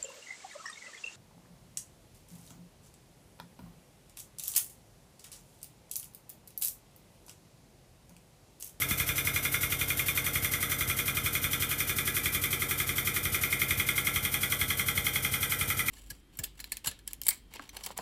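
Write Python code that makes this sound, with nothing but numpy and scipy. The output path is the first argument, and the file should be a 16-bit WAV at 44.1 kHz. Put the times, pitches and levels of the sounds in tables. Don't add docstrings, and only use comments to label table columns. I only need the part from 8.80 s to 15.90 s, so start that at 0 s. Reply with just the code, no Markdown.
import sys
import numpy as np
from scipy import signal
from scipy.fft import rfft, irfft
from scipy.io import wavfile
from scipy.ndimage import uniform_filter1d

SR = 44100
rng = np.random.default_rng(int(sys.argv[2]) if len(sys.argv) > 2 else 0)


def dump_mix(stems):
    frames = np.atleast_2d(stems).T
    limited = np.clip(frames, -1, 1)
    pcm = np.round(limited * 32767).astype(np.int16)
    wavfile.write(sys.argv[1], SR, pcm)


def gain_from_decibels(decibels):
    exponent = np.asarray(decibels, float) / 20
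    return 10 ** exponent


N = 313110

# stroke_number, slam_s
STROKE_PACE = [(0, .0192), (8, .7419), (15, 1.3749), (23, 2.0993), (29, 2.642), (34, 3.0949), (40, 3.6389),
               (46, 4.1821), (53, 4.8168), (66, 5.9949), (78, 7.0835)]
# time_s, into_frame_db, into_body_db
SLAM_FORCE = [(0, -32, -35.5), (.6, -31.5, -36), (1.0, -33.5, -35.5), (1.9, -32.5, -34), (2.65, -31, -35),
              (3.2, -30, -34), (3.7, -30, -34), (4.6, -31, -34.5), (5.3, -28.5, -32.7), (6.3, -29.5, -33),
              (7.1, -29, -33.5)]
# delay_s, into_frame_db, into_body_db
SLAM_CONTACTS = [
    (-.0018, -9, 0),
    (.0004, 0, -14),
    (.0055, -13, -10),
    (.009, -8, -12),
    (.015, -13, -13),
    (.0225, -13, -14),
    (.029, -15, -18),
    (.048, -21, -27),
]
# pitch_hz, lift_low_db, lift_high_db, t60_s
FRAME_MODES = [(1142, -11.5, -18.5, 0.026), (1277, -8.5, -18, 0.024), (1522, -17, -18, 0.015),
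               (1685, -11, -19.5, 0.043), (1974, -11.5, -5, 0.018), (2137, 1.5, -2.5, 0.011),
               (2189, -11.5, -6.5, 0.012), (2350, -6.5, -3, 0.01), (2405, -13, -12, 0.011)]
# pitch_hz, lift_low_db, lift_high_db, t60_s
BODY_MODES = [(2796, -12, -22, 0.021), (3200, -7, -1.5, 0.012), (3375, -3, -7.5, 0.0073),
              (3490, -4.5, -5, 0.01), (3622, -5, -13, 0.011), (4154, -22.5, -16.5, 0.015),
              (5660, -19, -19, 0.023), (5930, -6.5, -14, 0.012), (8360, -9, -8, 0.0049),
              (9030, -11, -1, 0.0059), (9540, -4.5, -9, 0.0076), (12530, -1, -2.5, .005)]
# pitch_hz, lift_low_db, lift_high_db, t60_s
BAR_MODES = [(1310, -25, -24, 0.45), (1352, -17, -16.5, 0.24), (1418, -16.5, -20.5, 0.28),
             (1564, -24, -27, 0.21), (1670, -18.5, -28, 0.21), (1960, -23, -10.5, 0.2),
             (2114, -43, -6, 0.038), (2213, -12, -25, 0.16), (2164, -27, -22, 0.091),
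             (2408, -0.5, -18.5, 0.068), (3340, -13, -11, 0.036), (3530, -19, -30.5, 0.19)]
# pitch_hz, width_hz
CANCELLED_BANDS = [(960, 350), (1800, 400)]
# time_from_slam_s, level_db
EXHAUST_PUFF = [
    (-.046, -6),
    (-.034, -12),
    (-.028, -11.5),
    (-.021, 0),
    (-.002, 1.5),
    (.008, 2),
    (.025, -3),
    (.046, -10.5),
]
# pitch_hz, level_db (per Hz)
JET_SPECTRUM = [(590, -43), (1000, -13), (1430, -4.5), (2160, -4.5), (3040, -4.5), (4290, -8.5),
                (5850, -5.5), (6630, -5.5), (7190, -5.5), (10000, -1), (11900, 1.5), (14600, 2),
                (15500, -12.5)]
# time_s, slam_thump_louder_db, next_pop_louder_db
LIFT_LURCHES = [(.11, 16, -7), (.20, 16.5, 0), (.29, 16, 1), (.38, 0, 12), (.47, 5, 14), (.83, 14, -2),
                (.92, 12, -2), (1.01, 13, 0), (1.10, 3, 9), (1.56, 15, 14), (2.01, 14.5, 15),
                (2.37, 11, 14), (2.64, 15, 2), (2.73, 2, 13), (3.09, 9, 10), (3.46, 13, -2), (3.55, 12, 9),
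                (4.00, 10, 5), (4.09, 9, 1), (4.45, 16, 12), (4.54, -4, 9), (4.91, 17, 15), (5.36, 16, 13),
                (5.81, 17.5, 13), (6.18, 17, 5), (6.45, 0, 11), (6.54, -3, 9), (6.81, 15, 13)]
# pitch_hz, level_db, t60_s, strongest_at_s, spread_s
PLATFORM_MODES = [(384, -45.5, 0.31, 3.6, 1.1), (822, -47.5, .2, 5.75, 0.97), (482.4, -54, 0.36, 4.1, 1.5),
                  (319.3, -56, 0.36, 4.1, 1.1), (190, -46, 0.072, 0.95, 1.0), (200, -36, 0.074, 6.1, 1.4)]
# pitch_hz, from_pop_db, from_slam_db, t60_s
LOW_ROOM_MODES = [(55.4, -28, -0.5, 0.63), (87.5, -3, -6.5, 0.6), (99.2, -0.5, -21, 0.53),
                  (133.1, -15.5, 4.5, 0.61), (166, -13, -8.5, 0.8), (218.1, -12, -8.5, 1),
                  (291.7, -10.5, 4.5, 0.59), (392.2, -5.5, -7, 0.6), (469.8, -10.5, -1, 0.39),
                  (528, -35, -11.5, 0.022)]
# pitch_hz, level_db (per Hz)
RUMBLE_SPECTRUM = [(24, -37), (40, -16), (118, -0.5), (214, -6), (293, -8.5), (419, -18.5), (469, -10),
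                   (942, -16), (1200, -20), (1560, -11), (2640, -120)]

VALVE_LEAD_S, THUMP_LAG_S = .0185, 0.003626


def strokes():
    number, at_s = np.transpose(STROKE_PACE)
    slam_s = np.interp(np.arange(number[-1] + 1), number, at_s)
    time_s, frame_db, body_db = np.transpose(SLAM_FORCE)
    return slam_s, np.interp(slam_s, time_s, frame_db), np.interp(slam_s, time_s, body_db)


def train(times_s, sizes):
    at = np.round(np.asarray(times_s) * SR).astype(int)
    inside = (at >= 0) & (at < N)
    return np.bincount(at[inside], (sizes * np.ones(len(at)))[inside], N)


def ring(clicks, hz, t60_s):
    radius = gain_from_decibels(-60 / (t60_s * SR))
    turn = 2 * np.pi * hz / SR
    feedback = [1, -2 * radius * np.cos(turn), radius * radius]
    return signal.lfilter([0, np.sin(turn)], feedback, clicks + 1e-18)


def swell(clicks, hz, t60_s):
    twice = ring(ring(clicks, hz, t60_s), hz, t60_s)
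    return twice * 2 * np.e * np.log(1000) / (t60_s * SR)


def wander(shape, memory):
    keep = np.clip(memory, 0, .98)
    chance = rng.standard_normal((shape[0] + 30, shape[1]))
    return signal.lfilter([np.sqrt(1 - keep ** 2)], [1, -keep], chance, axis=0)[30:]


def steel(slam_s, blow_db, modes, response, column, drift_db, scatter_db):
    contacts = np.array(SLAM_CONTACTS)
    height = slam_s * SR / N
    out = np.zeros(N)
    for hz, low_db, high_db, t60_s in modes:
        path_s = rng.uniform(0, .0012, len(contacts))
        polarity = rng.choice([-1, 1], len(contacts))
        path_s[1], polarity[1] = .0008, 1
        times_s = slam_s[:, None] + contacts[:, 0] + path_s
        change_db = drift_db * wander(times_s.shape, memory=0.8)
        change_db += scatter_db * rng.standard_normal(times_s.shape)
        mode_db = blow_db + low_db + (high_db - low_db) * height
        level_db = mode_db[:, None] + contacts[:, column] + change_db
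        clicks = train(times_s.ravel(), (polarity * gain_from_decibels(level_db)).ravel())
        out += response(clicks, hz, t60_s)
    return out


def crack(slam_s, blow_db):
    level_db = blow_db - 4 - 15 * slam_s * SR / N + rng.normal(0, 1.5, len(slam_s))
    return swell(train(slam_s - 0.00148, gain_from_decibels(level_db)), hz=1296, t60_s=0.0036)


def hollowed(x):
    x = signal.sosfilt(signal.butter(4, 1080, "high", fs=SR, output="sos"), x)
    for hz, width_hz in CANCELLED_BANDS:
        x = signal.lfilter(*signal.iirnotch(hz, hz / width_hz, SR), x)
    return x


def coloured(spectrum):
    hz, db = np.transpose(spectrum)
    grid_hz = np.maximum(np.arange(N // 2 + 1) * SR / N, 1)
    shape = gain_from_decibels(np.interp(np.log(grid_hz), np.log(hz), db))
    noise = irfft(rfft(rng.standard_normal(N)) * shape, N)
    return noise / noise.std()


def exhaust(slam_s, flicker_db):
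    jet_db = np.linspace(-33, -33.5, len(slam_s)) + 0.43 * rng.standard_normal(len(slam_s))
    t = np.arange(N) / SR
    phase_s, puff_db = np.transpose(EXHAUST_PUFF)
    nearest = np.searchsorted((slam_s[1:] + slam_s[:-1]) / 2, t)
    gate_db = np.interp(t - slam_s[nearest], phase_s, puff_db) + jet_db[nearest]
    flicker = uniform_filter1d(rng.standard_normal(N), size=150) * np.sqrt(150)
    level_db = uniform_filter1d(gate_db, size=60) + flicker_db * flicker
    return gain_from_decibels(level_db) * coloured(JET_SPECTRUM)


def under_deck(x):
    at = np.arange(N)
    delay_s = np.linspace(.0009, .0021, N)
    return x + gain_from_decibels(-13.5) * np.interp(at - SR * delay_s, at, x)


def thinned(x):
    depth = np.clip(np.linspace(.2, 1.6, N), 0, 1)
    hollow = x
    for hz in (2610, 2770):
        hollow = signal.lfilter(*signal.iirnotch(hz, hz / 108, SR), hollow)
    return x + depth * (hollow - x)


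def push(times_s, level_db, hz, t60_s):
    return -ring(train(times_s, gain_from_decibels(level_db)), hz, t60_s)


def lurches(slam_s):
    time_s, harder_db, next_db = np.transpose(LIFT_LURCHES)
    stroke = np.abs(time_s[:, None] - slam_s).argmin(axis=1)
    thump_db, pop_db = 3 * rng.standard_normal((len(slam_s), 2)).T
    thump_db[stroke] = harder_db
    pop_db[stroke + 1] = next_db
    thump = push(slam_s + THUMP_LAG_S, thump_db - 42, hz=84, t60_s=0.049)
    pop = push(slam_s - VALVE_LEAD_S, pop_db - 39.5, hz=92.5, t60_s=0.045)
    return thump + pop


def platform(slam_s):
    out = np.zeros(N)
    for hz, db, t60_s, at_s, spread_s in PLATFORM_MODES:
        off_height_db = -2.7 * ((slam_s - at_s) / spread_s) ** 2
        level_db = db + off_height_db + rng.normal(0, 2.3, len(slam_s))
        out += ring(train(slam_s + THUMP_LAG_S, gain_from_decibels(level_db)), hz, t60_s)
    return out


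def knock(slam_s, level_db):
    clicks = train(slam_s - VALVE_LEAD_S, 0.74) + train(slam_s + THUMP_LAG_S, 0.81)
    clicks = clicks * gain_from_decibels(np.linspace(1.5, -3, N))
    dull = signal.sosfilt(signal.butter(2, [140, 560], "band", fs=SR, output="sos"), clicks)
    return gain_from_decibels(level_db) * garage(dull, t60_s=0.69, count=4)


def hum(slam_s, level_db):
    earlier_s = slam_s[0] - (slam_s[1] - slam_s[0]) * np.arange(6, 0, -1)
    lead_s = slam_s[0] - earlier_s[0]
    times_s = np.r_[earlier_s, slam_s] + lead_s
    size = N + round(lead_s * SR)

    def clicks(at_s, scatter_db):
        sizes = gain_from_decibels(rng.normal(0, scatter_db, len(at_s)))
        return np.bincount(np.round(at_s * SR).astype(int), sizes, size + SR)[:size]

    pop = clicks(np.maximum(times_s - VALVE_LEAD_S, 0), 1.1)
    slam = clicks(times_s + THUMP_LAG_S, 0.5)
    out = np.zeros(size)
    for hz, pop_db, slam_db, t60_s in LOW_ROOM_MODES:
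        out -= ring(gain_from_decibels(pop_db) * pop + gain_from_decibels(slam_db) * slam, hz, t60_s)
    return gain_from_decibels(level_db) * out[-N:]


def garage(x, t60_s, count):
    t = np.arange(SR // 2) / SR
    place = np.linspace(0, count - 1, N)
    fade = gain_from_decibels(-60 * t / t60_s) * np.clip(t / 0.02, 0, 1)
    walls = signal.butter(1, 16100, fs=SR)
    out = np.zeros(N)
    for k, noise in enumerate(rng.standard_normal((count, len(t)))):
        tail = signal.lfilter(*walls, noise * fade)
        share = np.cos(np.pi / 2 * np.clip(place - k, -1, 1))
        out += signal.oaconvolve(share * x, tail / np.sqrt(np.sum(tail ** 2)))[:N]
    return out


def rumble(level_db):
    return gain_from_decibels(level_db) * coloured(RUMBLE_SPECTRUM)


def scene():
    slam_s, frame_db, body_db = strokes()
    clang = steel(slam_s, frame_db + 7.0, FRAME_MODES, swell, column=1, drift_db=3.36, scatter_db=1.95)
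    tick = steel(slam_s, body_db + 7.5, BODY_MODES, swell, column=2, drift_db=1.55, scatter_db=2.03)
    bars = steel(slam_s, frame_db + 8.0, BAR_MODES, ring, column=1, drift_db=4.5, scatter_db=1.5)
    air = under_deck(exhaust(slam_s, flicker_db=-0.7))
    reflected = garage(gain_from_decibels(-7) * clang + gain_from_decibels(-8) * tick + gain_from_decibels(-16) * air, t60_s=0.53, count=9)
    metal = hollowed(clang + tick + bars + crack(slam_s, body_db) + reflected)
    load_shift = push([.113], -24.5, hz=200, t60_s=0.045)
    low = lurches(slam_s) + load_shift + platform(slam_s)
    low += knock(slam_s, level_db=1.0) + hum(slam_s, level_db=-48.0) + rumble(level_db=-48.5)
    return (thinned(metal + air) + low)[None]


def roll_off(x):
    return signal.sosfilt(signal.butter(12, 16050, fs=SR, output="sos"), x)


def record(dry):
    bassless = signal.sosfilt(signal.butter(6, 50, "high", fs=SR, output="sos"), dry)
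    topless = signal.sosfilt(signal.cheby2(22, 70, 15860, fs=SR, output="sos"), bassless)
    return roll_off(topless)


dry = scene()
out = record(dry)
dump_mix(out)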